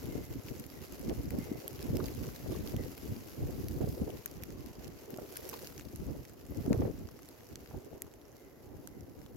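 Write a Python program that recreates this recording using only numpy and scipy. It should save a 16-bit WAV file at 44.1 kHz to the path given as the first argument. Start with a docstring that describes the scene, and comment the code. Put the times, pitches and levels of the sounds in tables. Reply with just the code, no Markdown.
"""Sleet on a back garden: sharp ticks from pellets within arm's reach of the microphone, a patter on the
leaves around it, and a fine hiss from countless pellets out on the lawn. Flurries set the leaves
crackling, the odd pellet knocks on something hollow, and faint whistles, likely birds, come from afar.
Gusts buffet the two microphone ports, each on its own, over a faint far rumble of the neighbourhood."""
import sys
import numpy as np
from scipy import signal
from scipy.fft import rfft, irfft, next_fast_len
from scipy.io import wavfile
from scipy.ndimage import uniform_filter1d, map_coordinates

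SR = 44100
rng = np.random.default_rng(int(sys.argv[2]) if len(sys.argv) > 2 else 0)


def file_out(sig):
    """Save sig as 16-bit WAV at sys.argv[1]."""
    # one column per channel
    cols = np.atleast_2d(sig).T
    # limit, then scale
    lim = np.clip(cols, -1, 1)
    pcm = np.round(lim * 32767).astype(np.int16)
    wavfile.write(sys.argv[1], SR, pcm)


N = 412776

# what a pellet sets ringing, a row each for knock, tick and spit: pitch_hz, sharpness_q, crunch_decay_s
RESONANCES = [(2100, 1.2, 0.00027), (5700, 3.1, 0.00055), (12100, 4.4, .0003)]


def from_db(db):
    """Decibels to gain."""
    return 10 ** (np.asarray(db) / 20)


def rms_one(x):
    """Scale to an rms of 1."""
    return x / np.sqrt(np.mean(x ** 2) + 1e-20)


def in_time(rows):
    """The columns of a curve at every sample."""
    times, *columns = np.transpose(rows)
    return [np.interp(np.arange(N) / SR, times, column) for column in columns]


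def drift(per_s):
    """A random wander with a spread of 1 that turns about per_s times a second."""
    knots = rng.standard_normal(4096)
    return map_coordinates(knots, [np.arange(N) / SR * per_s], order=1, mode="wrap") / np.sqrt(2 / 3)


def bell(centre_s, width_s):
    """A Gaussian swell of height 1, silent beyond five widths."""
    out = np.zeros(N)
    near = np.arange(max(int((centre_s - 5 * width_s) * SR), 0), min(int((centre_s + 5 * width_s) * SR), N))
    out[near] = np.exp(-((near / SR - centre_s) / width_s) ** 2 / 2)
    return out


def colour(x, spectrum):
    """Give a steady sound a spectrum that rolls off beyond both ends; rms 1."""
    hz, db = np.transpose(spectrum)
    size = next_fast_len(N)
    bins = np.maximum(np.fft.rfftfreq(size, 1 / SR), 1)
    gain = from_db(np.interp(np.log(bins), np.log(hz), db))
    skirts = np.minimum(bins / hz[0], 1) ** 2 * np.minimum(hz[-1] / bins, 1) ** 2
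    return rms_one(irfft(rfft(x, size) * gain * skirts, size)[..., :N])


def band(x, low_hz, high_hz):
    """Band-pass with gentle skirts."""
    return signal.sosfilt(signal.butter(2, [low_hz, high_hz], "band", fs=SR, output="sos"), x + 1e-18)


def resonate(x, hz, decay_s):
    """One damped mode; a unit click rings with height 1."""
    radius, angle = np.exp(-1 / (decay_s * SR)), 2 * np.pi * hz / SR
    return signal.lfilter([0, np.sin(angle)], [1, -2 * radius * np.cos(angle), radius ** 2], x + 1e-18)


def stereo_noise(alike):
    """White noise of which the two microphone ports share a part."""
    mid, side = rng.standard_normal((2, N))
    return np.sqrt(1 + alike) * mid + np.sqrt(1 - alike) * side * [[1], [-1]]


def sides(pan_db):
    """Left and right gains of constant total power; pan_db is left over right."""
    gains = from_db(np.array([pan_db, -pan_db]) / 2)
    return gains / np.sqrt(np.mean(gains ** 2, axis=0))


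def lawn_hiss(patter_db, hiss_db, grain_db=2.0, sway_db=1.3):
    """Countless far pellets on the lawn merge into a grainy hiss; the finest sizzle sits on top."""
    # spectra of the lawn's hiss and of the sizzle: freq_hz, level_db
    lawn_spectrum = [(400, 15.5), (900, 6), (1500, 3), (1850, 1.5), (2080, 4), (2300, 2), (2800, 3),
                     (3500, -3.5), (4800, -1), (7000, -0.5), (8400, -16), (11000, -38), (16000, -9)]
    sizzle_spectrum = [(5000, -3), (8000, -10.5), (9400, -11.5), (11000, -1), (12400, 1), (13600, -0.5),
                       (15800, -5.5), (18000, -8.5)]
    grain = from_db(grain_db * drift(per_s=380) + sway_db * drift(per_s=25))
    lawn = from_db(patter_db + 4.5) * colour(stereo_noise(alike=0.017) * grain, lawn_spectrum)
    sizzle = from_db(hiss_db + 0.05) * colour(stereo_noise(alike=0.64) * grain, sizzle_spectrum)
    return lawn + sizzle


def impacts(times, levels_db, pitches_hz, pan_db, crunch, scatter, scatter_s, snap):
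    """A pellet's sharp contact, brief crunch and faint scatter of crumbs drive three damped resonances."""
    size, onset_samples = 700, 110
    bounce_gain, bounce_s, port_lag_s = 0.52, 0.000503, 0.00026
    t, hz = np.arange(size) / SR, np.maximum(np.fft.rfftfreq(2 * size, 1 / SR), 1)
    contact = t == 0
    bursts = 0
    for (_, sharpness, decay_s), db, pitch in zip(RESONANCES, levels_db.T, pitches_hz.T):
        shared, left, right = rng.standard_normal((len(times), 3, size)).transpose(1, 0, 2)
        own = np.array([left, right])
        grit = (shared + own) * np.exp(-t / decay_s) + scatter * own * np.exp(-t / scatter_s)
        peak = 1 / (1 + 1j * sharpness * (hz / pitch[:, None] - pitch[:, None] / hz))
        resonance = peak * (snap + (1 - snap) * peak)  # a snappy hit has wide skirts
        # a neighbouring leaf throws the sound straight back, so every hit has its own peaks and notches
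        delay_s = bounce_s * (.5 + rng.random((len(times), 1)))
        bounce = bounce_gain * np.exp(-2j * np.pi * hz * delay_s)
        ring = irfft(rfft(contact + crunch * grit, 2 * size) * resonance * (1 + bounce))[..., :size]
        ring /= np.sqrt(np.mean(ring[..., :onset_samples] ** 2, axis=-1, keepdims=True))
        bursts = bursts + ring * from_db(db)[:, None]
    bursts = bursts * sides(pan_db)[..., None]
    lag_s = port_lag_s * np.sign(pan_db) * np.tanh(pan_db / 7) ** 2  # the nearer port hears it first
    out = []
    for burst, late_s in zip(bursts, (np.maximum(-lag_s, 0), np.maximum(lag_s, 0))):
        first = (times * SR).astype(int) + (late_s * SR).astype(int)
        samples = first[:, None] + np.arange(size)
        out.append(np.bincount(samples.ravel(), burst.ravel(), N)[:N])
    return np.array(out)


def leaf_pitches(count, spread_octaves=(0.42, 0.37, 0.11)):
    """No two leaves ring alike: knock, tick and spit stray from their usual pitches."""
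    return np.array(RESONANCES)[:, 0] * 2 ** (rng.uniform(-0.9, 1, (count, 3)) * spread_octaves)


def leaf_patter(patter_db, size_db=3.5, colour_db=1.7, count=700):
    """Pellets on the leaves all around: a heavier fall brings both more and harder hits."""
    fallen = np.cumsum(from_db(patter_db))
    at = np.searchsorted(fallen, rng.random(count) * fallen[-1])
    weight_db = size_db * np.minimum(rng.exponential(1, count), 3)
    balance_db = [-41.5, -35.0, -38.0] + colour_db * rng.uniform(-4.0, 0.66, (count, 3))
    levels_db = (patter_db[at] / 2 + weight_db)[:, None] + balance_db
    pitches_hz, pan_db = leaf_pitches(count), rng.normal(0, 6.3, count)
    return impacts(at / SR, levels_db, pitches_hz, pan_db,
                   crunch=1.0, scatter=0.13, scatter_s=0.015, snap=0.37)


def leaf_crackle(patter_db, gain_db=-8.5, per_s=260, size_db=2.5, decay_cycles=3.4, modes=24):
    """Struck blades and leaves give dry taps that die within a few cycles; flurries hit them harder."""
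    # flurries through the leaves: centre_s, width_s, boost_db
    flurries = [(1.8, 0.025, 11), (2.05, 0.11, 4.5), (2.26, 0.04, 10), (2.55, 0.038, 12),
                (5.362, 0.0068, 24.5), (5.43, 0.023, 8), (5.535, 0.016, 16), (5.665, 0.021, 11),
                (6.82, .04, 5)]
    flurry_db = sum(db * bell(centre_s, width_s) for centre_s, width_s, db in flurries)
    hits = from_db(size_db * np.minimum(rng.exponential(1, N), 3.5)) * (rng.random(N) < per_s / SR)
    struck_mode = rng.integers(0, modes, N)
    direction = rng.standard_normal((2, N))
    clicks = hits * direction / np.hypot(*direction)
    crackle = sum(resonate(clicks * (struck_mode == mode), hz, decay_cycles / hz) * (hz / SR) ** 0.26
                  for mode, hz in enumerate(np.geomspace(1000, 7200, modes)))
    return from_db(patter_db + gain_db + flurry_db) * rms_one(band(crackle, 900, 13000))


def buffet(spectrum, lump_db, lumps_per_s, window_s=0.1):
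    """Turbulence comes in lumps, different at each port, held here to an even mean strength."""
    lumps = from_db(lump_db * np.tanh([drift(lumps_per_s), drift(lumps_per_s)]))
    air = colour(stereo_noise(alike=.12) * lumps, spectrum)
    power = uniform_filter1d(air ** 2, int(window_s * SR), axis=-1)
    return air / np.sqrt(.5 * power + .5 * power.mean(0) + 1e-9)


def wind(rumble_gain_db=2.5, flutter_gain_db=1.5, unrest_db=2.5, lull_db=20, flutter_follows=0.36):
    """A restless breeze with gusts on top drives a deep rumble and a higher flutter at the microphone."""
    # the breeze between gusts: time_s, level_db
    breeze = [(0.0, -47), (0.9, -51), (1.19, -43.5), (1.57, -49), (2.28, -52.5), (3.37, -50.5), (4.56, -49),
              (5.06, -64.5), (5.61, -64), (5.87, -46.5), (6.37, -60), (6.94, -46), (7.46, -68),
              (7.5, -53.5), (8.1, -58), (8.5, -65), (8.72, -52), (9.36, -52.5)]
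    # moments when the breeze drops out: centre_s
    lulls = [.43, 1.63, 2.4, 3.01, 3.31, 4.23, 7.67]
    # gusts that swell and die away: centre_s, width_s, rumble_db, flutter_db
    gusts = [(0.08, 0.028, -44, -48), (0.173, 0.014, -38, -38.5), (0.51, 0.019, -44, -51),
             (1.1, 0.025, -36, -42), (1.24, 0.029, -43.5, -66), (1.36, 0.024, -40, -46.5),
             (1.52, 0.14, -66, -49.5), (1.97, 0.063, -36.5, -40.5), (2.23, 0.04, -39.5, -49.5),
             (2.54, 0.059, -39.5, -45), (2.77, 0.056, -40, -47.5), (3.09, 0.037, -42, -51.5),
             (3.45, 0.05, -41.5, -48), (3.72, 0.13, -40.5, -55), (3.838, 0.026, -39.5, -38),
             (4.05, 0.046, -42.5, -42), (4.85, 0.039, -48, -55), (5.17, 0.06, -55, -47.5),
             (5.49, 0.11, -57.5, -51.5), (6.11, 0.045, -41, -51), (6.58, 0.047, -40.5, -51.5),
             (6.72, 0.029, -35.5, -38), (6.838, 0.028, -31.5, -35), (7.762, 0.012, -41.5, -48.5),
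             (7.9, 0.057, -77, -53)]
    # spectra of the turbulence at the ports: freq_hz, level_db
    rumble_spectrum = [(20, -16), (35, -8), (55, 1.5), (90, 1), (130, 1), (190, -4.5), (240, -1), (290, -2),
                       (380, -8.5), (600, -31.5)]
    flutter_spectrum = [(170, -32), (280, -8), (370, -1), (480, -4), (650, -13.5), (900, -22.5),
                        (1400, -35), (3000, -45)]
    dips_db = lull_db * sum(bell(centre_s, width_s=0.016) for centre_s in lulls)
    breeze_db = in_time(breeze)[0] + unrest_db * drift(per_s=16) - dips_db
    usual_breeze_db, usual_flutter_db = -46.5, -57
    rumble_power = from_db(breeze_db) ** 2
    flutter_power = from_db(usual_flutter_db + flutter_follows * (breeze_db - usual_breeze_db)) ** 2
    for centre_s, width_s, rumble_db, flutter_db in gusts:
        swell = bell(centre_s, width_s)
        rumble_power += from_db(rumble_db) ** 2 * swell
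        flutter_power += from_db(flutter_db) ** 2 * swell
    rumble = np.sqrt(rumble_power) * buffet(rumble_spectrum, lump_db=9.5, lumps_per_s=70)
    flutter = np.sqrt(flutter_power) * buffet(flutter_spectrum, lump_db=10.5, lumps_per_s=90)
    return from_db(rumble_gain_db) * rumble + from_db(flutter_gain_db) * flutter


def far_rumble(level_db=-60):
    """The neighbourhood beyond the garden, much alike in both ports."""
    # spectrum of the distant rumble: freq_hz, level_db
    spectrum = [(25, -12), (60, 2), (130, 2), (180, -9), (270, 7), (450, 1), (700, -3), (1100, -11.5),
                (2000, -17), (5000, -92)]
    return from_db(level_db) * colour(stereo_noise(alike=.75), spectrum)


def self_noise(level_db=-75):
    """The faint steady hiss of the microphone itself."""
    # spectrum of the hiss, peaked by the ports: freq_hz, level_db
    spectrum = [(3000, -39), (6000, -11), (9000, -32), (11200, -8), (12400, 0), (13400, -29), (16000, -16)]
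    return from_db(level_db) * colour(stereo_noise(alike=0), spectrum)


def close_pellets(knock_spread_octaves=0.053):
    """Pellets within arm's reach: a dry knock of the leaf, a tick at its own pitch and a spit of ice."""
    # the loudest pellets: start_s, knock_db, tick_hz, tick_db, spit_db, pan_db
    pellets = [(0.057, -51, 4400, -61, -52, 1.5), (0.485, -46.5, 4500, -59, -66, 5),
               (0.498, -57, 6900, -60, -55, -4), (0.5986, -58, 6960, -50, -44, 2.5),
               (0.64, -51, 4500, -57, -60, 7), (0.665, -64, 6900, -56, -48, 5),
               (0.924, -76, 6800, -54, -52, -2), (0.9945, -64, 4560, -61, -48, 5.5),
               (1.089, -55, 5300, -51, -55, -8), (1.0961, -45, 5500, -50, -59, 3.5),
               (1.306, -44, 7500, -49, -49, 4.5), (1.387, -61, 5000, -53, -47, -10),
               (1.6794, -66, 3800, -49.5, -33.5, 0), (1.792, -51, 4700, -56, -56, 3),
               (1.8087, -62, 5300, -54, -52, -8), (1.8274, -52, 4800, -48, -45.5, 3),
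               (1.9693, -47, 5100, -44.5, -41, -3), (2.042, -61, 4800, -46, -53, 2),
               (2.0581, -56, 5100, -43, -59, -4.5), (2.0638, -60, 4700, -52, -44, -4),
               (2.084, -47, 4000, -55, -51, -4), (2.149, -60, 7700, -54, -48, -9),
               (2.235, -50, 4000, -58, -55, 1), (2.2676, -53, 5900, -49, -56, -2),
               (2.361, -51, 4000, -48, -53, 6.5), (2.6751, -49, 4550, -46, -56, -7.5),
               (2.7649, -47, 5200, -52, -47, -2), (2.979, -57, 3080, -50, -50, 0),
               (3.6846, -55, 5370, -47, -42, 1.5), (3.8896, -65, 5100, -50.5, -57, -3),
               (4.104, -49, 3800, -65, -62, 12), (4.2594, -44, 6200, -42.5, -31, 5.5),
               (4.278, -59, 5100, -53, -70, -13), (4.3134, -61, 5860, -52.5, -54, -2),
               (4.4242, -53, 5500, -60, -54, 6), (4.4357, -46.5, 5700, -45, -40, -8),
               (4.505, -56, 5550, -54, -70, -2), (4.6615, -58, 5000, -54, -50.5, 4),
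               (4.845, -65, 5000, -50, -62, -8), (4.8797, -62, 4700, -53, -50, -6.5),
               (5.105, -56, 5900, -59, -46, 14), (5.142, -50, 4600, -55, -55, -6.5),
               (5.174, -68, 6000, -51.5, -50, -2), (5.325, -60, 6000, -53, -49, 0),
               (5.3568, -52, 4600, -50, -55, 1), (5.368, -58, 5000, -45, -41, 6),
               (5.371, -47, 6600, -47, -37.5, 0), (5.4911, -52, 6500, -46, -37.5, -5),
               (5.497, -58, 5800, -43, -42, -2), (5.54, -57, 4500, -47, -48, -2),
               (5.573, -66, 4240, -54, -65, 2), (5.646, -60, 5000, -49, -54, 3.5),
               (5.672, -54, 4800, -43, -50, -4), (5.779, -54, 5600, -46, -53, -4),
               (5.796, -47.5, 5900, -53, -57, 3), (5.81, -53, 4000, -57, -62, -1),
               (5.927, -72, 6200, -58, -65, -5.5), (5.9596, -58, 6300, -51, -45, -6),
               (6.252, -55, 5700, -53.5, -65, -4), (6.335, -73, 7100, -65, -57, -4),
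               (6.507, -72, 5100, -71, -53, -12), (6.572, -72, 6000, -53.5, -54, -7.5),
               (6.662, -57, 4900, -54, -51, 6), (6.73, -39.5, 6940, -51, -46, 6),
               (7.0724, -63, 4600, -58, -69, 4), (7.0883, -62, 5400, -55, -66, 8.5),
               (7.19, -61, 7000, -59, -68, 2), (7.222, -73, 5700, -65, -57, -4),
               (7.2316, -57, 6100, -62, -66, -2), (7.257, -73, 6600, -57, -64, -2),
               (7.2887, -68, 4370, -54.5, -51, -2), (7.407, -57, 5600, -62, -63, 3.5),
               (7.468, -70, 5200, -57, -61, -8), (7.5567, -47, 5240, -44.5, -53, -2),
               (7.66, -53.5, 5300, -61, -67, 7), (8.02, -48, 7240, -40, -35.5, 0),
               (8.1386, -61, 6600, -57, -60, -3), (8.2536, -67, 5500, -61, -76, -8),
               (8.318, -72, 6700, -61, -69, -15), (8.3672, -68, 6160, -59, -61, -7),
               (8.874, -47.5, 7000, -44.5, -49, -5.5), (9.0082, -74, 6200, -57, -56, -6),
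               (9.191, -69, 5500, -65, -69, -9), (9.2166, -59, 4900, -61, -68, 13),
               (9.2626, -55, 6500, -63, -66, 2)]
    start_s, knock_db, tick_hz, tick_db, spit_db, pan_db = np.transpose(pellets)
    knock_hz = RESONANCES[0][0] * 2 ** rng.normal(0, knock_spread_octaves, len(pellets))
    spit_hz = np.full(len(pellets), RESONANCES[2][0])
    levels_db = np.column_stack([knock_db, tick_db, spit_db])
    pitches_hz = np.column_stack([knock_hz, tick_hz, spit_hz])
    return impacts(start_s, levels_db, pitches_hz, pan_db,
                   crunch=0.31, scatter=0.25, scatter_s=0.0025, snap=0.7)


def stray_pellets(patter_db, colour_db=1.0, count=70):
    """Lesser pellets land nearby several times a second, harder when the fall is heavy."""
    at = ((np.arange(count) + rng.random(count)) / count * (N - 1)).astype(int)
    balance_db = [-63.0, -58.5, -57.5] + rng.normal(0, colour_db, (count, 3))
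    levels_db = (patter_db[at] - patter_db.mean())[:, None] + balance_db
    pitches_hz, pan_db = leaf_pitches(count), rng.normal(0, 4.5, count)
    return impacts(at / SR, levels_db, pitches_hz, pan_db,
                   crunch=0.52, scatter=0.15, scatter_s=0.006, snap=0.27)


def far_birds(gain_db=0.5, blur=2.1, blur_hz=80, attack_s=0.0097, echo_s=0.036):
    """Faint whistles, likely far birds: each glides evenly, and echoes blur it differently at each port."""
    # distant whistles: start_s, length_s, start_hz, end_hz, level_db
    whistles = [(0.088, .2, 2120, 2070, -64), (0.719, 0.071, 2010, 1980, -63),
                (1.378, 0.18, 2090, 2060, -62.5), (2.76, 0.079, 2000, 1963, -59),
                (4.53, 0.36, 1110, 868, -67.5), (6.503, 0.17, 2020, 2030, -70),
                (8.37, .23, 2100, 1990, -72.5), (8.639, 0.21, 850, 754, -67),
                (8.91, 0.083, 2020, 2050, -71)]
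    out = np.zeros((2, N))
    lowpass = signal.butter(2, blur_hz, fs=SR, output="sos")
    for start_s, length_s, start_hz, end_hz, db in whistles:
        span = np.arange(int(start_s * SR), min(int((start_s + 2 * length_s + echo_s) * SR), N))
        t = np.arange(len(span)) / SR
        phase = 2 * np.pi * np.cumsum(np.interp(t, [0, length_s], [start_hz, end_hz])) / SR
        sin_blur, cos_blur = blur * rms_one(signal.sosfilt(lowpass, rng.standard_normal((2, 2, len(t)))))
        tone = rms_one((1 + sin_blur) * np.sin(phase) + cos_blur * np.cos(phase))
        attack = 1 - np.exp(-t / attack_s)
        fade = np.exp(-t / length_s / 2 - np.maximum(t - length_s, 0) / echo_s)
        out[:, span] += from_db(db + gain_db) * tone * attack * fade
    return out


def eddy_thumps(gain_db=-1.5, width_cycles=0.52):
    """An eddy crossing a port sucks and pushes the air briefly; bigger ones are deeper and last longer."""
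    # single eddies right at the microphone: centre_s, pitch_hz, level_db, pan_db
    eddies = [(0.181, 230, -31.5, -2), (1.085, 222, -26, 3), (1.389, 222, -20, -4), (1.518, 268, -19.5, 7),
              (1.896, 96, -24.5, 7), (1.907, 165, -25, -1), (1.933, 271, -19.5, 3), (2.771, 125, -25.5, -3),
              (3.123, 117, -24.5, 2.5), (3.428, 98, -24, 0.5), (3.461, 96, -26, 11), (3.843, 163, -22, -7),
              (3.892, 95, -25, -5), (4.019, 210, -19, 0), (4.029, 96, -28, 15), (5.137, 220, -33.5, -2),
              (6.681, 283, -20, 1), (6.707, 404, -20, -2), (6.711, 228, -11.5, 3), (6.725, 270, -19.5, -1),
              (6.78, 96, -23.5, 0), (6.821, 79, -32, 1), (6.835, 274, -27, -3), (6.861, 350, -24, 3),
              (7.932, 570, -33.5, 8)]
    out, t = np.zeros((2, N)), np.arange(N) / SR
    for centre_s, hz, db, pan_db in eddies:
        swing = np.sin(2 * np.pi * hz * (t - centre_s) + rng.uniform(0, np.pi, (2, 1)))
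        pan = sides(pan_db) / sides(pan_db).max()
        out += from_db(db + gain_db) * pan[:, None] * swing * bell(centre_s, width_cycles / hz)
    return out


def hollow_taps(size=4000):
    """Pellets striking hollow things, some close by: a brief, dull, pitched knock."""
    # hits on hollow things: start_s, pitch_hz, level_db, decay_s
    taps = [(2.001, 1010, -36.5, 0.006), (5.185, 496, -34, 0.0056), (5.537, 1030, -44, 0.0089),
            (6.729, 1520, -40, 0.0034), (7.088, 1290, -51, .003), (7.19, 1400, -51, .003),
            (7.71, 776, -46.5, 0.0061), (7.74, 764, -51.5, 0.013), (8.065, 1050, -55, .005)]
    out, t = np.zeros((2, N + size)), np.arange(size) / SR
    for start_s, hz, db, decay_s in taps:
        shared, left, right = rng.standard_normal((3, size))
        ring = resonate(shared + np.array([left, right]), hz, decay_s / 6)
        tone = rms_one(band(ring, 0.28 * hz, 4.5 * hz))
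        start = int(start_s * SR)
        out[:, start:start + size] += from_db(db) * tone * np.exp(-t / decay_s)
    return out[:, :N]


def scene():
    """The garden from one spot: sleet near and far, with wind on the microphone."""
    # how heavily the sleet falls: time_s, patter_db, hiss_db
    sleetfall = [(0.0, -60, -59), (0.8, -61.5, -60), (1.72, -61, -60.5), (1.98, -59, -56.5),
                 (3.52, -62, -60), (3.93, -63, -56), (4.14, -63, -62.5), (4.9, -65, -67), (5.19, -65, -62),
                 (5.34, -60, -58), (5.53, -59, -55), (5.92, -65, -62), (6.39, -67, -67), (6.78, -65, -60.5),
                 (6.96, -67, -66), (7.64, -67, -66.5), (8.16, -71.5, -71.5), (9.36, -72.5, -70)]
    patter_db, hiss_db = in_time(sleetfall)
    leaves = leaf_patter(patter_db) + leaf_crackle(patter_db)
    pellets = close_pellets() + stray_pellets(patter_db)
    sleet = pellets + leaves + lawn_hiss(patter_db, hiss_db) + hollow_taps()
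    return sleet + far_birds() + wind() + eddy_thumps() + far_rumble() + self_noise()


def record(dry, cutoff_hz=15950):
    """The highest treble is cut steeply."""
    return signal.sosfilt(signal.ellip(10, .2, 70, cutoff_hz, fs=SR, output="sos"), dry)


dry = scene()
out = record(dry)
file_out(out)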